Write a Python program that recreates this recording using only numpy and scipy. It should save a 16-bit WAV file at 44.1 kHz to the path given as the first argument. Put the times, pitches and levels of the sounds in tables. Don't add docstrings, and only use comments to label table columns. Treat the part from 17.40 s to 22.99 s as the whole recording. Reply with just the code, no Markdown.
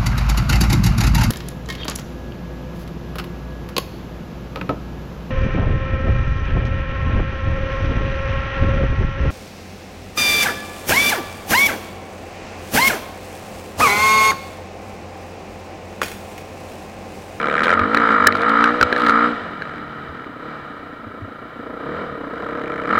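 import sys
import numpy as np
from scipy import signal
from scipy.fft import rfft, irfft
from scipy.io import wavfile
from scipy.ndimage import uniform_filter1d

SR = 44100
rng = np.random.default_rng(int(sys.argv[2]) if len(sys.argv) > 2 else 0)


def waveform_to_disk(signal):
    frames = np.transpose(np.atleast_2d(signal))
    scaled = np.clip(frames, -1, 1) * 32767
    samples = np.round(scaled).astype(np.int16)
    wavfile.write(sys.argv[1], SR, samples)


N = 246519
T = np.arange(N) / SR

# (time [s], firing rate [1/s])
ENGINE_REVS = [(0, 38.7), (.25, 41.2), (.4, 47), (.57, 58.8), (.72, 55), (.8, 49.5), (.9, 46.5),
               (1.06, 54.8), (1.27, 59.3), (1.37, 61.4), (1.61, 61.3), (1.68, 56.3), (1.89, 60.8),
               (2.04, 45.5), (2.17, 38.8), (2.6, 36.4), (2.8, 34), (2.98, 29.4), (3.1, 38.8), (3.3, 33),
               (3.6, 28.2), (4.36, 29.1), (4.58, 42.4), (4.8, 31.5), (4.94, 31.4), (5.15, 34), (5.47, 33.9),
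               (5.59, 49.3)]
# (centre [Hz], width [Hz], level [dB])
CASE_MODES = [(1020, 83, -5), (1252, 63.6, 5), (1356, 68.6, 5), (1850, 140, -5.5), (2282, 104, -9),
              (2990, 215, -15), (3865, 287, -19.5), (4860, 120, -27), (7720, 230, -40)]


def rider_engine():
    rate, opening = firing_rate(), throttle()
    load = np.clip(opening / .4 + np.maximum(rate - 36, 0) / 12, 0, 1)
    jitter_s, uneven_db = .00004 + .00015 * (1 - load), .7 + .4 * (1 - load)
    blow = firings(rate, jitter_s, uneven_db)
    gulp = firings(rate, jitter_s, uneven_db, lag=.2277)
    return (exhaust_boom(blow, gulp, rate, load) + exhaust_bark(blow, gulp, rate, opening)
            + exhaust_chuff(blow, gulp, rate, opening) + intake_rasp(gulp, rate, opening)
            + chain_and_tyres(blow, rate, opening))


def exhaust_boom(blow, gulp, rate, load, tuned_per_s=60.5):
    # (frequency [Hz], level [dB])
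    boom_eq = [(25, -41.5), (60, -28), (120, -26), (150, -18), (200, -2), (320, -23), (380, -4),
               (480, -20.5), (900, -81.5)]
    # (centre [Hz], width [Hz], level [dB])
    pipe_modes = [(92, 35, -16), (234, 23.7, 3.5), (294.7, 31.3, 4)]
    turbulence = amp(-5 - 9 * load) * puffs(blow, rise_s=.0055, flow=1.2)
    gas = unit(scatter(blow + .5 * gulp)) + turbulence
    off_tune_db = -3.5 * np.maximum(rate - tuned_per_s, 0)
    waver_db = 2.26 * wander(13)
    gain = engine_gain(rate, throttle(shut_s=.13), coast_db=-40, octave_db=4, full_db=11, knee=3.6)
    return gain * amp(off_tune_db + waver_db) * steady(colour(gas, boom_eq, pipe_modes))


def exhaust_bark(blow, gulp, rate, opening):
    # (frequency [Hz], level [dB])
    bark_eq = [(200, -45), (330, -26), (410, -19.5), (560, -15.5), (720, -14.5), (820, -33), (1000, -13.5),
               (1300, -29.5), (2500, -56), (5000, -72.5)]
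    # (centre [Hz], width [Hz], level [dB])
    pipe_modes = [(475.4, 31, 1.5), (620.4, 39.5, -6.5), (1009, 40, -12.5)]
    pulses = unit(scatter(blow + .31 * gulp, echoes_s=(.0023, .0047)))
    gain = engine_gain(rate, opening, coast_db=-43.5, octave_db=2.5, full_db=15.5, knee=.33)
    return gain * steady(colour(pulses, bark_eq, pipe_modes))


def exhaust_chuff(blow, gulp, rate, opening):
    # (frequency [Hz], level [dB])
    chuff_eq = [(100, -20.5), (250, 0.5), (370, -0.5), (600, -6), (780, -12), (1050, -13), (1600, -20),
                (4000, -58.5)]
    gas = puffs(blow, rise_s=.0058, flow=.36) + .57 * unit(scatter(gulp))
    gain = engine_gain(rate, opening, coast_db=-47, octave_db=-10, full_db=14, knee=.45)
    return gain * steady(colour(gas, chuff_eq))


def intake_rasp(gulp, rate, opening):
    # (frequency [Hz], level [dB])
    ring_eq = [(400, -52.5), (900, -15), (1150, -15), (1480, -16), (1650, -6.5), (2300, -16), (2800, -54),
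               (6000, -71)]
    # (frequency [Hz], level [dB])
    rush_eq = [(200, -46.5), (500, -34.5), (800, -7.5), (1050, -1), (1400, -2.5), (1600, -1.5),
               (2000, -18.5), (2350, -24.5), (2650, -44), (3500, -34.5), (4400, -58), (6000, -59.5),
               (9000, -75.5), (15000, -80)]
    ring = steady(colour(scatter(gulp), ring_eq, CASE_MODES[1:3]))
    rush = steady(colour(puffs(gulp, rise_s=.0056, flow=.45), rush_eq, CASE_MODES))
    gain = engine_gain(rate, opening, coast_db=-48, octave_db=-2, full_db=30.5, knee=1.6)
    return gain * (.9 * ring + .44 * rush)


def chain_and_tyres(blow, rate, opening):
    # (frequency [Hz], level [dB])
    rolling_eq = [(100, -18), (400, -14), (700, -4.5), (850, -6.5), (1100, -19), (1500, -3), (1900, -9),
                  (2300, -22.5), (2650, -25.5), (3500, -24.5), (4450, -34.5), (6000, -40.5), (9000, -51.5),
                  (15000, -68)]
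    gain = engine_gain(rate, opening, coast_db=-32.5, octave_db=12, full_db=1.5, knee=7)
    return gain * steady(colour(puffs(blow, rise_s=.01, flow=4.3), rolling_eq, CASE_MODES))


def crank_shake():
    # (frequency [Hz], gain [dB])
    frame_response = [(60, -9.5), (80, -11), (92, 3.5), (106, -7), (126, -10.5), (142, 1.5), (190, 2),
                      (260, -27.5)]
    # (coasting [dB], revs [dB/octave], full throttle [dB], knee [opening])
    shake_laws = [(-51, 2, 13.8, 0.27), (-44.5, 4, 6.8, 0.54)]
    rate, opening = firing_rate(), throttle()
    frame_hz, frame_db = np.transpose(frame_response)
    out = np.zeros(N)
    for law, hz in zip(shake_laws, (2 * rate, 4 * rate)):
        passed = amp(np.interp(np.log(hz), np.log(frame_hz), frame_db))
        out += engine_gain(rate, opening, *law) * passed * np.sin(2 * np.pi * np.cumsum(hz) / SR)
    return np.sqrt(2) * out


def bike_ahead(open_s=.03, shut_s=.0047, swell_db=8.5, trim_db=-.5):
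    # (start [s], held [s], first firing rate [1/s], last firing rate [1/s], level [dB])
    bursts = [(-.1, .442, 70.5, 91.5, -14), (.48, .26, 66, 71, -23), (.9, .14, 75, 80, -22),
              (1.85, .55, 52, 44, -36), (2.45, .4, 40, 42, -42), (4.9, .7, 46, 62, -28)]
    # (frequency [Hz], level [dB])
    rasp_eq = [(150, -23.5), (500, -0.5), (800, -8), (1100, -22), (1550, 2.5), (2000, -6.5), (2350, -6.5),
               (2650, -22.5), (3500, -21), (4400, -47.5), (5000, -33.5), (6500, -37.5), (10000, -46.5),
               (15000, -63)]
    rate, gain = np.zeros(N), np.zeros(N)
    for start, held, first, last, db in bursts:
        t = np.maximum(T - start, 0)
        glide = first + (last - first) * np.minimum(t / held, 1) ** 3
        rate = np.where(T >= start, glide, rate)
        gate = (1 - np.exp(-t / open_s)) * np.exp(-np.maximum(t - held, 0) / shut_s)
        swell = np.minimum(t / held / .88, 1) ** 2
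        gain += gate * amp(trim_db + db + swell_db * (swell - 1))
    clicks = firings(rate, jitter_s=.00005, uneven_db=.8)
    crackle = puffs(clicks, rise_s=.001, flow=.05) + .7 * unit(scatter(clicks, echoes_s=(.0007, .0013)))
    return gain * steady(colour(crackle, rasp_eq, CASE_MODES))


def clods():
    # (time [s], level [dB], hardness [0 soft earth, 1 stone])
    hits = [(0.3929, -4, 0.019), (0.5461, 2, 0.16), (0.5724, 1, 0.69), (0.8702, 23.5, .7), (0.924, -4, 1),
            (0.952, -3.5, 0.15), (1.241, 2.5, 0.44), (1.4117, 5, .35), (1.4279, 9, 0.13),
            (1.5268, 0.5, 0.57), (1.5627, -2.5, 0.64), (1.6645, -2, 0.74), (1.695, 2, 0.17),
            (2.2209, -10.5, 0.55)]
    # (frequency [Hz], level [dB])
    crack_eq = [(100, -19), (450, 12), (750, 4), (1400, -8.5), (2300, 4), (3000, -7), (4500, -10.5),
                (8000, -30), (15000, -34)]
    out, t = np.zeros(N), T[:SR // 12]
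    for start, db, hardness in hits:
        air_hz = np.interp(hardness, (0, 1), (1265, 1930))
        t60 = np.interp(hardness, (0, 1), (.024, .0077))
        wall_db = np.interp(hardness, (0, 1), (-28.5, -10))
        wall = np.sin(2 * np.pi * 3990 * t) + .66 * np.sin(2 * np.pi * 3050 * t)
        ring = np.sin(2 * np.pi * air_hz * t) + amp(wall_db) * wall
        push = amp(-15) * np.sin(2 * np.pi * 470 * t)
        crack = amp(-12) * unit(colour(rng.standard_normal(len(t)), crack_eq))
        envelope = amp(db - 60 * t / t60) * (1 - np.exp(-t / .00028))
        add(out, start, envelope * (ring + push + crack))
    return out


def crackle_and_sand():
    # (start [s], length [s], density [ticks/s])
    sprays = [(.23, .11, 58), (0.932, .17, 53), (1.56, .15, 110)]
    # (frequency [Hz], level [dB])
    tick_eq = [(500, -17), (2000, 21), (4000, 26), (6000, 4), (9000, 3.5), (15000, -9)]
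    per_s = sum(density * (T > start) * (T < start + length) for start, length, density in sprays)
    grains = rng.random(N) < per_s / SR
    accent_db = 4.4 * np.minimum(rng.exponential(1, N), 3)
    return amp(-31) * colour(grains * amp(accent_db), tick_eq)


def ruts(t60=.12, shove_s=.0036):
    # (time [s], level [dB], mount ring [Hz])
    jolts = [(0.235, -27, 87), (0.411, -11.5, 90), (1.411, -15, 111), (1.43, -16, 80), (1.693, -38, 99.85),
             (2.689, -23, 79.7), (3.665, -25, 97.6), (3.82, -17.5, 98.1)]
    out, t = np.zeros(N), T[:SR // 3]
    u = t / shove_s
    shove = .16 * u * (2 - u) * np.exp(-u)
    for start, db, hz in jolts:
        swing = amp(-60 * t / t60) * (1 - np.exp(-t / .01)) * np.sin(2 * np.pi * hz * t)
        add(out, start, amp(db) * (swing + shove))
    return out


def wind_and_hiss():
    # (frequency [Hz], level [dB])
    wind_eq = [(15, -3.5), (40, -6), (80, 7.5), (160, 7.5), (400, 0), (1000, -26), (4000, -56)]
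    # (frequency [Hz], level [dB])
    hiss_eq = [(100, 0), (5000, 0), (9000, -1.3), (15000, -2)]
    wind = unit(colour(rng.standard_normal(N), wind_eq)) * amp(-46.5 + 2 * wander(4.6))
    return wind + amp(-68.5) * unit(colour(rng.standard_normal(N), hiss_eq))


def firing_rate():
    return np.interp(T, *np.transpose(ENGINE_REVS))


def throttle(open_s=.06, shut_s=.028):
    # (start [s], held [s], opening [0-1])
    twists = [(-.3, 2.183, 0.58), (.29, 0.15, 0.51), (0.488, 0.4, 0.58), (.97, 0.32, 0.63),
              (1.55, 0.31, 0.58), (1.9, 0.21, 0.1), (2.97, 0.099, 0.2), (4.17, 0.46, 0.23),
              (4.4, .26, 0.17), (4.66, .94, 0.29), (4.98, 0.68, .12), (5.465, .2, 0.88)]
    out = np.zeros(N)
    for start, held, opening in twists:
        attack = 1 - np.exp(-np.clip(T - start, 0, held) / open_s)
        release = np.exp(-np.maximum(T - start - held, 0) / shut_s)
        out += opening * attack * release
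    return out


def engine_gain(rate, opening, coast_db, octave_db, full_db, knee, cruise_per_s=40):
    drive = np.tanh(opening / knee) / np.tanh(1 / knee)
    return amp(coast_db + octave_db * np.log2(rate / cruise_per_s) + full_db * drive)


def firings(rate, jitter_s, uneven_db, lag=0):
    cycle = np.floor(np.cumsum(rate) / SR - lag)
    at = np.flatnonzero(np.diff(cycle, prepend=-1))
    late, strong = rng.standard_normal((1000, 2))[:len(at)].T
    shift = np.round(late * np.broadcast_to(jitter_s, N)[at] * SR).astype(int)
    clicks = np.zeros(N)
    clicks[np.clip(at + shift, 0, N - 1)] = amp(strong * np.broadcast_to(uneven_db, N)[at])
    return clicks


def puffs(clicks, rise_s, flow):
    u = T[:SR // 20] / rise_s
    gate = unit(signal.oaconvolve(clicks, u * np.exp(-u))[:N])
    return unit((gate + flow) * rng.standard_normal(N))


def scatter(x, echoes_s=(.0019, .0031), feedback=.5):
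    hz = np.fft.rfftfreq(2 * N, 1 / SR)
    spectrum = rfft(x, 2 * N)
    for echo_s in echoes_s:
        delay = np.exp(-2j * np.pi * hz * echo_s)
        spectrum = spectrum * (delay - feedback) / (1 - feedback * delay)
    return irfft(spectrum)[:N]


def colour(x, eq, modes=(), size=8192):
    hz = abs(np.fft.fftfreq(size, 1 / SR))
    eq_hz, eq_db = np.transpose(eq)
    power = amp(np.interp(np.log(hz + 1), np.log(eq_hz), eq_db)) ** 2
    for centre, width, db in modes:
        power += amp(db) ** 2 / (1 + ((hz - centre) / width) ** 2) ** 2
    log_gain = np.log(power + 1e-12) / 2
    taps = np.fft.ifft(np.exp(np.conj(signal.hilbert(log_gain)))).real[:size // 2]
    return signal.oaconvolve(x, taps)[:len(x)]


def wander(corner_hz):
    spectrum = rfft(rng.standard_normal(N))
    return unit(irfft(spectrum / (1 + (np.fft.rfftfreq(N, 1 / SR) / corner_hz) ** 2) ** 2, N))


def steady(x, size=4000):
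    power = uniform_filter1d(uniform_filter1d(x ** 2, size), size)
    return x / np.sqrt(abs(power) + 1e-12)


def amp(db):
    return 10 ** (np.asarray(db) / 20)


def unit(x):
    return x / np.sqrt(np.mean(x ** 2) + 1e-20)


def add(mix, start_s, sound):
    part = mix[max(round(start_s * SR), 0):][:len(sound)]
    part += sound[:len(part)]


def scene():
    return (rider_engine() + crank_shake() + bike_ahead() + clods() + crackle_and_sand() + ruts() + wind_and_hiss())[None]


def record(dry, ceiling=.7, hardness=10, cutoff_hz=15900):
    clipped = dry / (1 + abs(dry / ceiling) ** hardness) ** (1 / hardness)
    lowpass = signal.firwin(511, cutoff_hz, window=("kaiser", 9), fs=SR)
    return signal.oaconvolve(clipped, lowpass[None], "same")


dry = scene()
out = record(dry)
waveform_to_disk(out)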